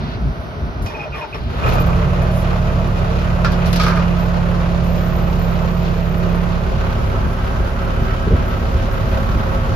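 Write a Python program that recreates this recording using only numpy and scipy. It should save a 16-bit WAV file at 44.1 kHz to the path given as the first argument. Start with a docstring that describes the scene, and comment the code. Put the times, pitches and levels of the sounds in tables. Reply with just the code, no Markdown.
"""Inside the steel cab of a backhoe loader. First a distant murmur, rustling clothes and low wind rumble, all
coloured noise. The key ticks, then the starter grinds and whines over three compressions. The four-cylinder diesel
catches, overshoots and settles: tones on its firing rate, throbbing noise and ringing panels, with a high squeak.
Loose metal clatters in one spell of ringing knocks. Last, the hand-held microphone turns from the dashboard to the
floor, then the steering wheel: the engine's colour changes, and wind slaps the microphone as short low waves."""
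import sys
import numpy as np
from scipy import signal
from scipy.fft import rfft, irfft, next_fast_len
from scipy.io import wavfile

SR = 44100
rng = np.random.default_rng(int(sys.argv[2]) if len(sys.argv) > 2 else 0)


def int16_out(signal):
    """Quantize to a 16-bit WAV file."""
    q = np.round(np.clip(np.atleast_2d(signal).T, -1, 1) * 32767)
    wavfile.write(sys.argv[1], SR, q.astype(np.int16))


N = 429975

# Surroundings: start_s, machinery_db, rustle_db
YARD = [(0.0, -30, -41), (.15, -31, -38.5), (.18, -31.5, -50), (0.32, -31.5, -50), (1.0, -31, -54),
        (1.3, -34.5, -45), (1.6, -37.5, -41)]
# Colour of the murmur, for the part alike at both ports (mid) and the opposed part (side): pitch_hz, relative_db
YARD_MID = [(88, -34), (150, 0.5), (178, -20), (416, -10), (505, -16.5), (624, -8), (787, -15.5),
            (1510, -19), (1670, -27), (6180, -39), (7940, -107), (9450, -84.5), (15000, -49.5)]
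YARD_SIDE = [(88, -25.5), (150, -7.5), (248, -12), (294, -13.5), (1350, -14.5), (1510, -12), (1700, -23),
             (1950, -21), (11500, -56), (15000, -72.5)]

# Strength of the wind rumble: time_s, level_db
WIND = [(0.0, -26), (.09, -20), (.125, -22), (.15, -17), (.22, -24), (.255, -19), (.31, -17), (.34, -26),
        (.5, -25.5), (.64, -20.5), (.75, -27.5), (.83, -22), (0.92, -30), (1.3, -33), (1.43, -18.5),
        (1.6, -20), (2.3, -36), (2.58, -47), (2.71, -28.5), (3.28, -29), (3.58, -24), (3.8, -24),
        (4.02, -38), (4.91, -24.5), (6.43, -31), (6.66, -27), (6.72, -23.5), (7.27, -19.5), (7.32, -28),
        (7.5, -26), (7.75, -29), (8.2, -23), (8.42, -21), (8.72, -23.5), (8.85, -20), (9.0, -22.5),
        (9.38, -18.5), (9.45, -24), (9.75, -20)]
# Wind slaps on the microphone: time_s, level_db
GUSTS = [(6.89, -25), (7.25, -17), (7.6, -8.5), (7.829, -18), (8.018, -11.5), (8.267, -5), (8.31, -5),
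         (8.333, -2), (8.748, -7), (8.801, -16), (9.35, -16), (9.391, -17)]
# Colour of the wind rumble: pitch_hz, relative_db
WIND_COLOUR = [(12, -54), (20, -24), (54, 1), (123, -8), (252, -14), (331, -26.5), (400, -19.5), (520, -70),
               (880, -120)]
SLAP_HZ = 59.6
WAKE_DB, WAKE_S = -6.5, 0.012  # short rumble left by each slap, relative to the slap

# Brief swells of the treble noise with the starter, the catch and the clatter, and the key tag jingling at
# 2.2-2.4, 6.34 and 8.91 s: start_s, length_s, level_db
HISS_SWELLS = [(0.84, 0.17, -76), (1.15, 0.055, -64), (1.34, .03, -62), (1.64, 0.11, -56),
               (2.215, 0.016, -51), (2.31, 0.11, -53), (3.44, 0.014, -51), (3.51, .03, -60),
               (3.66, 0.22, -49), (3.955, 0.013, -54), (6.34, 0.017, -53), (8.91, 0.025, -54)]
HISS_STILL_DB, HISS_IDLE_DB, HISS_FLOOR_DB = -68, -62.5, -61  # engine off, before the turn, facing the floor

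# Knocks of loose metal: time_s, level_db, presence_db and top_db (both relative to level_db), main_ring_hz
CLATTER = [(3.446, -12, -12, -38, 1386), (3.461, -23, -39, -39, 1360), (3.473, -27, -36, -36, 1380),
           (3.519, -36, 1, -7, 1340), (3.659, -34, 3.5, -11, 1320), (3.729, -23, -2, -10, 1330),
           (3.759, -25.5, -1.5, -9, 1380), (3.7974, -15.5, -7.5, -28, 1254), (3.812, -19, -12, -28, 1293),
           (3.834, -18, -10.5, -20, 1275), (3.865, -16, -14, -32, 1250), (3.882, -17.5, -18, -26, 1336),
           (3.9, -20.5, -24, -29, 1050), (3.921, -20.5, -29, -35, 1220), (3.9566, -23.5, -16, -25, 1220),
           (3.973, -21, -17, -30, 1225), (4.0, -36, -18, -28, 1170)]
# Ringing modes of the metal: multiple of the main ring, relative_db, time to fall 60 dB (s)
LOOSE_METAL = [(.36, -6, .12), (.64, -11, .06), (.77, -10, .06), (1.0, 0, .11), (1.06, -8, .06),
               (1.25, -7, .1), (1.31, -10, .06), (1.53, -13, .06), (1.75, -10, .06), (1.86, -8, .06),
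               (1.95, -13, .05)]
RING_SPREAD_DB = 2.0  # chance in the strength of each mode

# Key and solenoid ticks: time_s, tick_db, treble_db
KEY = [(0.822, -44, -45.5), (0.8599, -35.5, -55)]

# Starter strokes, one per compression: start_s, length_s, grind_db, whine_db, groan_db, whine_hz at the start,
# whine sag (Hz per s)
STROKES = [(0.898, 0.16, -38, -35.5, -28.5, 977, 1397), (1.134, 0.11, -32, -29.5, -32.5, 1296, 3630),
           (1.337, 0.015, -28.5, -35, -33, 1180, 1510)]
# Resonances of the starter's body: pitch_hz, width_hz, relative_db
STARTER_BODY = [(437, 31, 5), (604, 20, 2), (890, 75, 1), (1140, 15, 4), (1800, 60, -8), (2430, 46, -20),
                (2980, 150, -30), (4640, 76, -35), (5280, 49, -10)]
# Singing of the ring gear: start_s, length_s, level_db
GEAR = [(0.86, 0.036, -37), (0.942, 0.025, -29.5), (0.993, 0.022, -28.5), (1.03, 0.013, -34),
        (1.122, 0.031, -26.5), (1.21, 0.018, -27.5), (1.326, 0.0092, -25)]
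GEAR_HZ, GEAR_SAG_HZ_PER_S, GEAR_RING_S = 2490, 1300, 0.014
ENGAGE_S, ENGAGE_DB, ENGAGE_T60_S = 0.862, -30, .25  # the pinion slams into the ring gear
GRIND_SWELL_DB, WHINE_SWELL_DB, LET_GO_S = 0.5, 7.5, 0.023
GROAN_HZ, GROAN_SWELL_DB = 602, 21  # the starter housing groans under load

# Cab plates: pitch_hz, wander_per_s, steady part (ratio), early_idle_db, before_turn_db, floor_db, wheel_db
PLATES = [(626, 66, 0.1, -30, -36, -45, -45), (386.6, 14, .3, -48, -44, -43, -45),
          (449.6, 8.1, .3, -37.5, -50.5, -47, -47), (538, 16, 2.2, -60, -48, -38, -33)]

# Firing rate as it climbs, overshoots and settles: time_s, firings_per_s
SPEED = [(1.619, 31.3), (1.75, 33.4), (1.95, 34.2), (2.12, 35.3), (3.0, 34.9), (4.0, 34.6), (5.4, 34.35),
         (6.4, 34.4), (7.3, 34.75), (9.75, 34.7)]
# Noise of the engine from its first firings: time_s, roar_db, knock_db
ROAR = [(1.38, -30, -44), (1.4, -37, -53), (1.478, -43, -38), (1.5, -33.5, -52), (1.66, -22.5, -27),
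        (1.674, -18, -30), (1.866, -24.5, -34), (2.32, -26, -39), (3.4, -25.5, -37.5), (3.85, -25, -32),
        (4.5, -26.5, -42.5), (6.2, -26.5, -41.5), (7, -26.5, -30.5), (8.2, -27, -28.5), (9.75, -25.5, -33)]
# Turn of the microphone: time_s, share of the floor-facing colour (0-1)
TURN = [(1.35, 0.41), (6.201, 0.36), (6.899, 0.62), (9.75, 0.68)]
FACING_S = [6.2, 7.2, 8.3, 9.3]  # leaves the dashboard, reaches the floor, leaves it, reaches the wheel
# Roar colours facing the dashboard and the floor, alike (mid) and opposed (side): pitch_hz, relative_db
DASH_MID = [(35, -35), (60, -13), (97, -11), (174, -11.5), (309, -20.5), (347, -15.5), (551, -12),
            (762, -18), (1180, -16.5), (1600, -33), (1680, -25.5), (2200, -31.5), (2600, -28), (5060, -40),
            (7330, -47.5), (8230, -99), (9900, -71.5), (13700, -59), (15000, -78)]
DASH_SIDE = [(35, -41), (60, -10), (138, -12.5), (170, -2), (309, -26), (564, -10.5), (1330, -22),
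             (1710, -22.5), (9230, -50), (10900, -69.5), (11900, -86), (13700, -57), (15000, -59.5)]
FLOOR_MID = [(35, -30), (60, -8.5), (295, -18.5), (381, -13.5), (418, -24.5), (539, -17.5), (1080, -20),
             (1590, -20.5), (1670, -35.5), (1800, -26), (6230, -44.5), (7500, -53.5), (8230, -101),
             (9670, -53.5), (13400, -49.5), (15000, -81)]
FLOOR_SIDE = [(35, -49), (60, -4), (178, -1.5), (229, -14.5), (381, -9), (1130, -8.5), (1360, -5),
              (1880, -19), (9450, -39), (10900, -53), (11600, -100), (13100, -44), (15000, -47)]
DASH_SIDE_DB, FLOOR_SIDE_DB = -2, 0
PATCHY_DB, PATCHES_PER_S = 2.2, 7  # each band of the roar swells and sinks on its own
# Resonances of engine block and cab panels: pitch_hz, width_hz, dashboard_db, floor_db, wheel_db (all relative)
BLOCK = [(650.5, 3.7, 22, 15.5, 8), (990, 13, -14, -13, -17), (1115, 7.2, -9, -21, 17.5),
         (1230, 9.2, -7, -1, -5), (1293, 6.7, 26.5, -1, 20.5), (1310, 7, 2, 19.5, 17),
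         (1390, 11, -15, -8, -3), (1495, 7.4, -11, 3, -1), (1604, 5.3, -15.5, 15.5, 8),
         (1900, 8, -3.5, -16, -15), (1940, 6.6, 6, -11, -18.5), (2464, 35, -0.5, -8, -15),
         (2457, 28, 10.5, -8.5, -0.5), (2650, 30, 2.5, -15, -22), (2900, 14, 10, -3, -3),
         (3000, 19, -5, 2, -4), (2970, 20, -22, -37, -28), (3300, 16, -17.5, -20, -24),
         (5000, 29, -21.5, -21, -21)]
# Short knocking bursts as the engine catches, with two faint ones at idle: time_s, level_db
SHORT_KNOCKS = [(1.64, -19.5), (1.675, -23), (1.69, -30), (1.719, -29), (1.747, -27), (1.929, -22),
                (2.829, -31), (3.149, -36)]
# Resonances of the short knocks: pitch_hz, width_hz, relative_db
SHORT_KNOCK_BODY = [(450, 90, 0.5), (610, 90, 0), (1000, 110, 1.5), (1260, 170, 1), (2450, 300, -5),
                    (3000, 400, -14)]
SHORT_KNOCK_T60_S = .05
# Spells of high squeaking: start_s, length_s, level_db, pitch_hz
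SQUEAKS = [(1.68, .015, -43, 13000), (1.733, .025, -43, 13030), (1.798, 0.023, -41, 13500),
           (1.86, 0.017, -47, 13100), (4.18, 0.11, -54, 13240), (4.83, 1.34, -54, 13650),
           (6.16, 0.24, -61, 13460), (6.89, 0.071, -61, 13600), (7.81, 0.057, -62, 13600),
           (8.01, .15, -61, 13500), (8.46, 0.3, -59, 13700), (8.9, .8, -60, 13540)]
SQUEAK_REST_DB = -80
# Firing harmonics, fan and belt-driven parts: multiple of the firing rate, early_idle_db, before_turn_db,
# floor_db, extra_db while the engine flares
TONES = [(1, -19, -20.5, -21, -2), (1.58, -31, -36, -29, 0), (2, -20, -25, -25, -1),
         (2.35, -26, -29.5, -38.5, 2), (2.75, -25, -55, -31, -8), (3, -23, -29.5, -27.5, -5),
         (3.79, -22, -29, -34, 2.5), (4.0, -32.5, -37.5, -38.5, 5), (4.27, -38.5, -30.5, -41.5, 16),
         (6, -32, -34, -36, -10), (7.0, -43.5, -42, -36, -6), (11.0, -56.5, -42, -42.5, -10),
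         (13.0, -51.5, -40, -54, -1), (10.0, -43, -45.5, -50, 3), (14.0, -49, -43, -54, 0.5),
         (16.0, -45, -44, -48.5, 4), (19.0, -43.5, -41, -43, 0.5)]
# Fifth harmonic booming in the cab: time_s, level_db, left-right lean of the low tones (dB, scaled per tone)
BOOM = [(1.62, -40, -5), (1.84, -17.5, -5), (2.16, -22, -4), (3.1, -24.5, -5.5), (3.9, -16.5, -5.5),
        (5.2, -22, -8), (6.45, -20.5, -9), (6.75, -27.5, -6), (7.1, -31.5, -3.5), (9.75, -34, -5)]
FLARE_S, FLARE_RISE_S, FLARE_FALL_S, COME_IN_S = 2, 0.071, 0.12, 0.056

PORT_LAG = 19  # samples by which sound reaches the left port first
CUTOFF_HZ = 15200


def from_db(db):
    """Turn decibels into a plain factor."""
    return np.exp(np.log(10) / 20 * np.asarray(db))


def rms_one(x):
    """Scale x to an average strength (rms) of 1."""
    return x / np.sqrt(np.mean(x ** 2) + 1e-20)


def in_time(rows, fade=0.0047):
    """Columns at every sample, and a gate that is open only within the table's span."""
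    s, *columns = np.transpose(rows)
    t = np.arange(N) / SR
    gate = np.clip(np.minimum(t - s[0], s[-1] + fade - t) / fade, 0, 1)
    return [np.interp(t, s, c) for c in columns], gate


def colour(x, spectrum):
    """Filter x by a curve of (Hz, dB) points; rms 1."""
    hz, db = np.transpose(spectrum)
    size = next_fast_len(N)
    log_hz = np.log(np.arange(size // 2 + 1) * SR / size + 1)
    gain = from_db(np.interp(log_hz, np.log(hz), db))
    return rms_one(irfft(rfft(x, size) * gain, size)[:N])


def drift(rate):
    """Slow random wandering, spread 1; a higher rate wanders faster."""
    # made at every 40th sample, then joined by straight lines
    r = np.exp(-80 * np.pi * rate / SR)
    slow = signal.lfilter([1], [1, -2 * r, r * r], rng.standard_normal(N // 40 + 2002))[2000:]
    return np.interp(np.arange(N) / 40, np.arange(len(slow)), rms_one(slow))


def resonate(x, hz, width_hz):
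    """One resonance: x makes it ring at hz, longer when the width is small."""
    r = np.exp(-np.pi * width_hz / SR)
    feedback = [1, -2 * r * np.cos(2 * np.pi * hz / SR), r * r]
    return signal.lfilter([(1 - r * r) / 2, 0, (r * r - 1) / 2], feedback, x + 1e-18)


def body(x, peaks):
    """Side-by-side resonances with alternating signs; rms 1."""
    return rms_one(sum((-1) ** k * from_db(db) * resonate(x, hz, w) for k, (hz, w, db) in enumerate(peaks)))


def band(x, low_hz, high_hz):
    """Keep only the sound between two pitches."""
    return signal.sosfilt(signal.butter(4, [low_hz, high_hz], "band", fs=SR, output="sos"), x)


def bursts(times, db, t60):
    """An envelope that jumps at each time and falls 60 dB in t60 seconds."""
    clicks = np.zeros(N)
    clicks[(np.asarray(times) * SR).astype(int)] = from_db(db)
    return signal.lfilter([1], [1, -from_db(-60 / (t60 * SR))], clicks + 1e-18)


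def bouts(rows, attack, release, swell_db=0):
    """Envelope of (start, length, dB) rows: attack, a hold that swells by swell_db up to its dB, release."""
    out = np.zeros(N)
    for s, length, db, *_ in rows:
        first = int(s * SR)
        t = np.arange(min(int((length + 9 * release) * SR), N - first)) / SR
        hold = from_db(db - swell_db * np.clip(1 - t / length, 0, 1)) * np.clip(t / attack, 0, 1)
        out[first:first + len(t)] += hold * np.exp(-np.clip(t - length, 0, None) / release)
    return out


def glide(starts, start_hz, sag):
    """A pitch set anew at each start, sagging for at most 0.12 s and then holding."""
    t = np.arange(N) / SR
    k = np.clip(np.searchsorted(starts, t) - 1, 0, None)
    return start_hz[k] - sag[k] * np.clip(t - starts[k], 0, .12)


def rough_tone(hz, wander, steady=0):
    """A tone whose phase and strength wander at random around a steady part; rms 1."""
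    phase = 2 * np.pi * np.cumsum(hz) / SR
    return rms_one((steady + drift(wander)) * np.sin(phase) + drift(wander) * np.cos(phase))


def stereo(mid, side):
    """Left and right from a shared part and an opposed part."""
    return np.array([mid + side, mid - side])


def port_noise(own, lag=PORT_LAG):
    """Noise at two microphone ports: a common part, late on the right, and a part of each port's own."""
    common, left, right = rng.standard_normal((3, N))
    return np.array([common + own * left, np.roll(common, lag) + own * right]) / np.sqrt(1 + own ** 2)


def wide_noise(mid_spectrum, side_spectrum, side_db, throb=1, own=1.6, lag=PORT_LAG):
    """Port noise whose common and opposed parts have a colour each."""
    left, right = port_noise(own, lag) * throb
    return stereo(colour(left + right, mid_spectrum), from_db(side_db) * colour(left - right, side_spectrum))


def treble(opposed):
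    """Thin top noise: the highest band is alike at both ports, the band below it is opposed."""
    high, lower = rng.standard_normal((2, N))
    high = rms_one(band(high, 9750, 13300))
    return stereo(high, opposed * rms_one(band(lower, 4500, 10400)))


def patchy(x):
    """Cut x into half-octave bands and let each waver in level."""
    edges = 300 * 2 ** np.arange(0, 4.6, .5)
    lows = [signal.sosfiltfilt(signal.butter(2, hz, fs=SR, output="sos"), x) for hz in edges]
    # the difference of two neighbouring low-passes is one band
    middle = sum(from_db(PATCHY_DB * drift(PATCHES_PER_S)) * (b - a) for a, b in zip(lows, lows[1:]))
    return lows[0] + middle + x - lows[-1]


def yard():
    """Murmur of distant machinery as coloured noise, and clothes rustling as mid-high noise at the start."""
    (level_db, rustle_db), before = in_time(YARD)
    rustle = before * from_db(rustle_db) * rms_one(band(port_noise(0.71), 1460, 4500))
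    return from_db(level_db) * wide_noise(YARD_MID, YARD_SIDE, -3.0) + rustle


def wind():
    """Air buffeting the microphone ports: lumpy low noise, with slaps late on as very short low waves."""
    (level_db,), _ = in_time(WIND)
    rumble = wide_noise(WIND_COLOUR, WIND_COLOUR, -12.0, from_db(2.1 * drift(7.9)), own=0.44)
    flutter = rms_one(band(rng.standard_normal(N), 110, 480))
    slaps = np.zeros(N)
    for s, db in GUSTS:
        t = np.arange(N) / SR - s - .006
        wave = np.sin(2 * np.pi * SLAP_HZ * t) + 0.24 * flutter
        slaps += from_db(db) * wave * np.exp(-(t * SLAP_HZ * 1.45) ** 2)
    wakes = bouts([(s, WAKE_S / 2, db + WAKE_DB) for s, db in GUSTS], WAKE_S / 2, WAKE_S)
    return (from_db(level_db) + wakes) * rumble + slaps


def hiss():
    """Air and belt hiss: flickering treble noise, with brief swells as the engine starts and the metal
    clatters, and as the key tag jingles."""
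    stages = [ROAR[0][0], SPEED[0][0], TURN[1][0], TURN[2][0]]
    levels = [HISS_STILL_DB, HISS_IDLE_DB, HISS_IDLE_DB, HISS_FLOOR_DB]
    steady = from_db(np.interp(np.arange(N) / SR, stages, levels))
    swells = bouts(HISS_SWELLS, 0.0065, 0.013, swell_db=2)
    return (steady + swells) * from_db(2.2 * drift(10)) * treble(1.0)


def clatter():
    """Each knock of loose metal rings its modes, with chance in their strength and phase, and sprays noise."""
    s, db, presence_db, top_db, pitch = np.transpose(CLATTER)
    multiple, mode_db, t60 = np.array(LOOSE_METAL).T[..., None]
    t = np.arange(SR // 4) / SR
    rings = np.zeros((2, N))
    chances = rng.standard_normal((len(s), 2, len(t60), 1))
    for when, level_db, hz, chance in zip(s, db, pitch, chances):
        height = from_db(level_db + mode_db + RING_SPREAD_DB * chance[0] - 60 * t / t60)
        height = height * np.minimum(t / 0.0013, 1)  # soft start
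        for side, sign in enumerate([1, -1]):
            modes = height * np.sin(2 * np.pi * hz * multiple * t + sign * 0.43 * chance[1])
            rings[side, int(when * SR):][:len(t)] += np.sum(modes, axis=0)
    rattle = port_noise(3.5, lag=0)
    clack = bursts(s, db - 11.5, 0.3) * rms_one(band(rattle, 830, 1700))
    clack += bursts(s, db - 13, .07) * rms_one(band(rattle, 300, 2600))
    presence = bursts(s, db + presence_db, 0.2) * rms_one(band(rattle, 1930, 5530))
    top = bursts(s, db + top_db, 0.065) * treble(1.6)
    return rings * from_db(1.5 * drift(83)) + clack + presence + top


def key():
    """Key and solenoid clicks: bursts of bright noise that jump up and die away."""
    s, db, top_db = np.transpose(KEY)
    tick = bursts(s, db, 0.22) * rms_one(band(port_noise(0.4), 2500, 6060))
    return tick + bursts(s, top_db, .2) * treble(0.98)


def starter_grind():
    """Meshing teeth: rough noise through the starter's resonances, with a slam as the pinion engages."""
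    teeth = port_noise(1.0) * from_db(1.3 * drift(65))
    grind = body(band(teeth, 380, 6200), STARTER_BODY) + 0.6 * rms_one(band(teeth, 650, 3250))
    strokes = bouts(STROKES, 0.01, LET_GO_S, GRIND_SWELL_DB)
    return grind * (strokes + bursts([ENGAGE_S], ENGAGE_DB, ENGAGE_T60_S))


def starter_whine():
    """The motor's rough tones sag against each compression while the housing groans at a fixed pitch."""
    s, length, _, whine_db, groan_db, start_hz, sag = np.transpose(STROKES)
    hz = glide(s, start_hz, sag)
    whine = rough_tone(hz, 45, 1.0) + .6 * rough_tone(hz, 200) + .4 * rough_tone(1.6 * hz, 150)
    whine = bouts(zip(s, length, whine_db), .012, LET_GO_S, WHINE_SWELL_DB) * stereo(whine, 0.34 * whine)
    groan = rough_tone(np.full(N, GROAN_HZ), 27, 1.2)
    return whine + bouts(zip(s, length, groan_db), .012, LET_GO_S, GROAN_SWELL_DB) * groan


def ring_gear():
    """The struck gear sings: a sagging sine and a rough tone just above it, late on the right."""
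    starts = np.transpose(GEAR)[0]
    hz = glide(starts, np.full(len(GEAR), GEAR_HZ), np.full(len(GEAR), GEAR_SAG_HZ_PER_S))
    tone = 0.98 * np.sin(2 * np.pi * np.cumsum(hz) / SR) + 0.5 * rough_tone(1.02 * hz, 150)
    gear = bouts(GEAR, 0.003, GEAR_RING_S) * tone
    return np.array([gear, np.roll(gear, PORT_LAG)])


def starter():
    """The electric motor cranks the engine: its gear sings, its motor whines and its teeth grind."""
    return ring_gear() + starter_whine() + starter_grind()


def plates():
    """Cab plates hum at their own pitches, as wandering tones, while the engine runs."""
    running = in_time(SPEED)[1]
    t = np.arange(N) / SR
    stages = [SPEED[0][0], TURN[1][0], TURN[2][0], FACING_S[3]]
    hum = 0
    for hz, wander, steady, *db in PLATES:
        hum = hum + from_db(np.interp(t, stages, db)) * rough_tone(np.full(N, hz), wander, steady)
    return running * hum


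def low_tones(turns):
    """Sines on multiples of the firing rate come in at the catch, flare, settle and change with the turn."""
    t = np.arange(N) / SR
    (boom_db, pan_db), _ = in_time(BOOM)
    flare = bouts([(FLARE_S, FLARE_RISE_S, 0)], FLARE_RISE_S, FLARE_FALL_S)
    stages = [SPEED[0][0], TURN[1][0], TURN[2][0]]
    come_in = np.clip((t - stages[0]) / COME_IN_S, 0, 1)
    tones = [(5, boom_db)]
    tones += [(k, np.interp(t, stages, db) + extra_db * flare) for k, *db, extra_db in TONES]
    out = 0
    for (k, db), start in zip(tones, rng.random(len(tones))):
        lean = np.outer([1, -1], pan_db) * min(0.14 * k, .5)  # the deepest tones fill the cab evenly
        out = out + from_db(db + 0.8 * drift(4.9) + lean) * np.sin(2 * np.pi * (k * turns + start))
    return np.sqrt(2) * come_in * out


def firing_squeak(turns):
    """A high rough tone jumps up a quarter cycle after each firing and dies away; louder in spells."""
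    s, _, _, hz = np.transpose(SQUEAKS)
    hz = glide(s, hz, 0 * hz)
    late = (turns - .25) % 1
    squeak = stereo(rough_tone(hz, 220), 0.65 * rough_tone(hz, 220))
    squeak = rms_one(squeak * (0.21 + np.exp(-late / 0.43)) * from_db(2.0 * drift(13)))
    # the negative swell makes each spell start loud and sink
    spells = from_db(SQUEAK_REST_DB) + bouts(SQUEAKS, 0.0057, 0.0079, swell_db=-10.0)
    return spells * squeak


def firing_roar(strength, phase, turned):
    """Coloured noise throbs with each firing; the turn blends the dashboard and floor colours."""
    throb = (1 + .4 * strength * np.exp(-phase / .3)) * from_db(.7 * drift(60))
    dash = wide_noise(DASH_MID, DASH_SIDE, DASH_SIDE_DB, throb)
    floor = wide_noise(FLOOR_MID, FLOOR_SIDE, FLOOR_SIDE_DB, throb, lag=0)
    return patchy(np.sqrt(1 - turned) * dash + np.sqrt(turned) * floor)


def panel_knock(blows):
    """Firing blows ring the block and cab panels; each panel comes and goes on its own as the cab shakes."""
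    t = np.arange(N) / SR
    out = 0
    for hz, width_hz, dash_db, floor_db, wheel_db in BLOCK:
        level_db = np.interp(t, FACING_S, [dash_db, floor_db, floor_db, wheel_db])
        out = out + from_db(level_db + 1.5 * drift(9)) * resonate(blows, hz, width_hz)
    return rms_one(out)


def short_knocks(blows):
    """Short knocking bursts at the catch, two faint ones at idle: the blows through broad resonances."""
    s, db = np.transpose(SHORT_KNOCKS)
    return band(bursts(s, db, SHORT_KNOCK_T60_S) * body(blows, SHORT_KNOCK_BODY), 300, 6000)


def engine():
    """Each firing pushes the engine: tones follow the firing rate, and noise roars and knocks in its rhythm."""
    (per_s,), running = in_time(SPEED)
    turns = np.cumsum(per_s) / SR  # firings counted so far
    phase = turns % 1
    (roar_db, knock_db), turning = in_time(ROAR)
    # each firing has a strength of its own
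    strength = from_db(rng.normal(0, 1.8, int(turns[-1]) + 1))[turns.astype(int)]
    turned = np.clip(in_time(TURN)[0][0], 0, 1)
    roar = from_db(roar_db) * firing_roar(strength, phase, turned)
    blows = np.sqrt(1 - turned) * port_noise(0.13) + np.sqrt(turned) * port_noise(2.5, lag=0)
    blows = band(blows * strength * np.exp(-phase / .9), 200, 6500)
    knock = from_db(knock_db) * panel_knock(blows)
    tonal = low_tones(turns) + firing_squeak(turns)
    return running * tonal + turning * (roar + knock) + short_knocks(blows)


def scene():
    """All the sounds together, from the background to the engine."""
    return yard() + wind() + hiss() + clatter() + key() + starter() + plates() + engine()


def record(dry):
    """The left port is brighter, the right fuller, rumble under the bass is cut, peaks are rounded, the top is cut."""
    bright = resonate(resonate(dry, 3700, 2500), 3700, 2500) * [[.25], [-.15]]
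    full = resonate(dry, 1200, 830) * [[-.12], [.12]]
    x = signal.sosfilt(signal.butter(2, 24, "high", fs=SR, output="sos"), dry + bright + full)
    rounded = 1.238 * np.tanh(x / 1.402)
    return signal.sosfilt(signal.cheby2(12, 70, CUTOFF_HZ, fs=SR, output="sos"), rounded)


dry = scene()
out = record(dry)
int16_out(out)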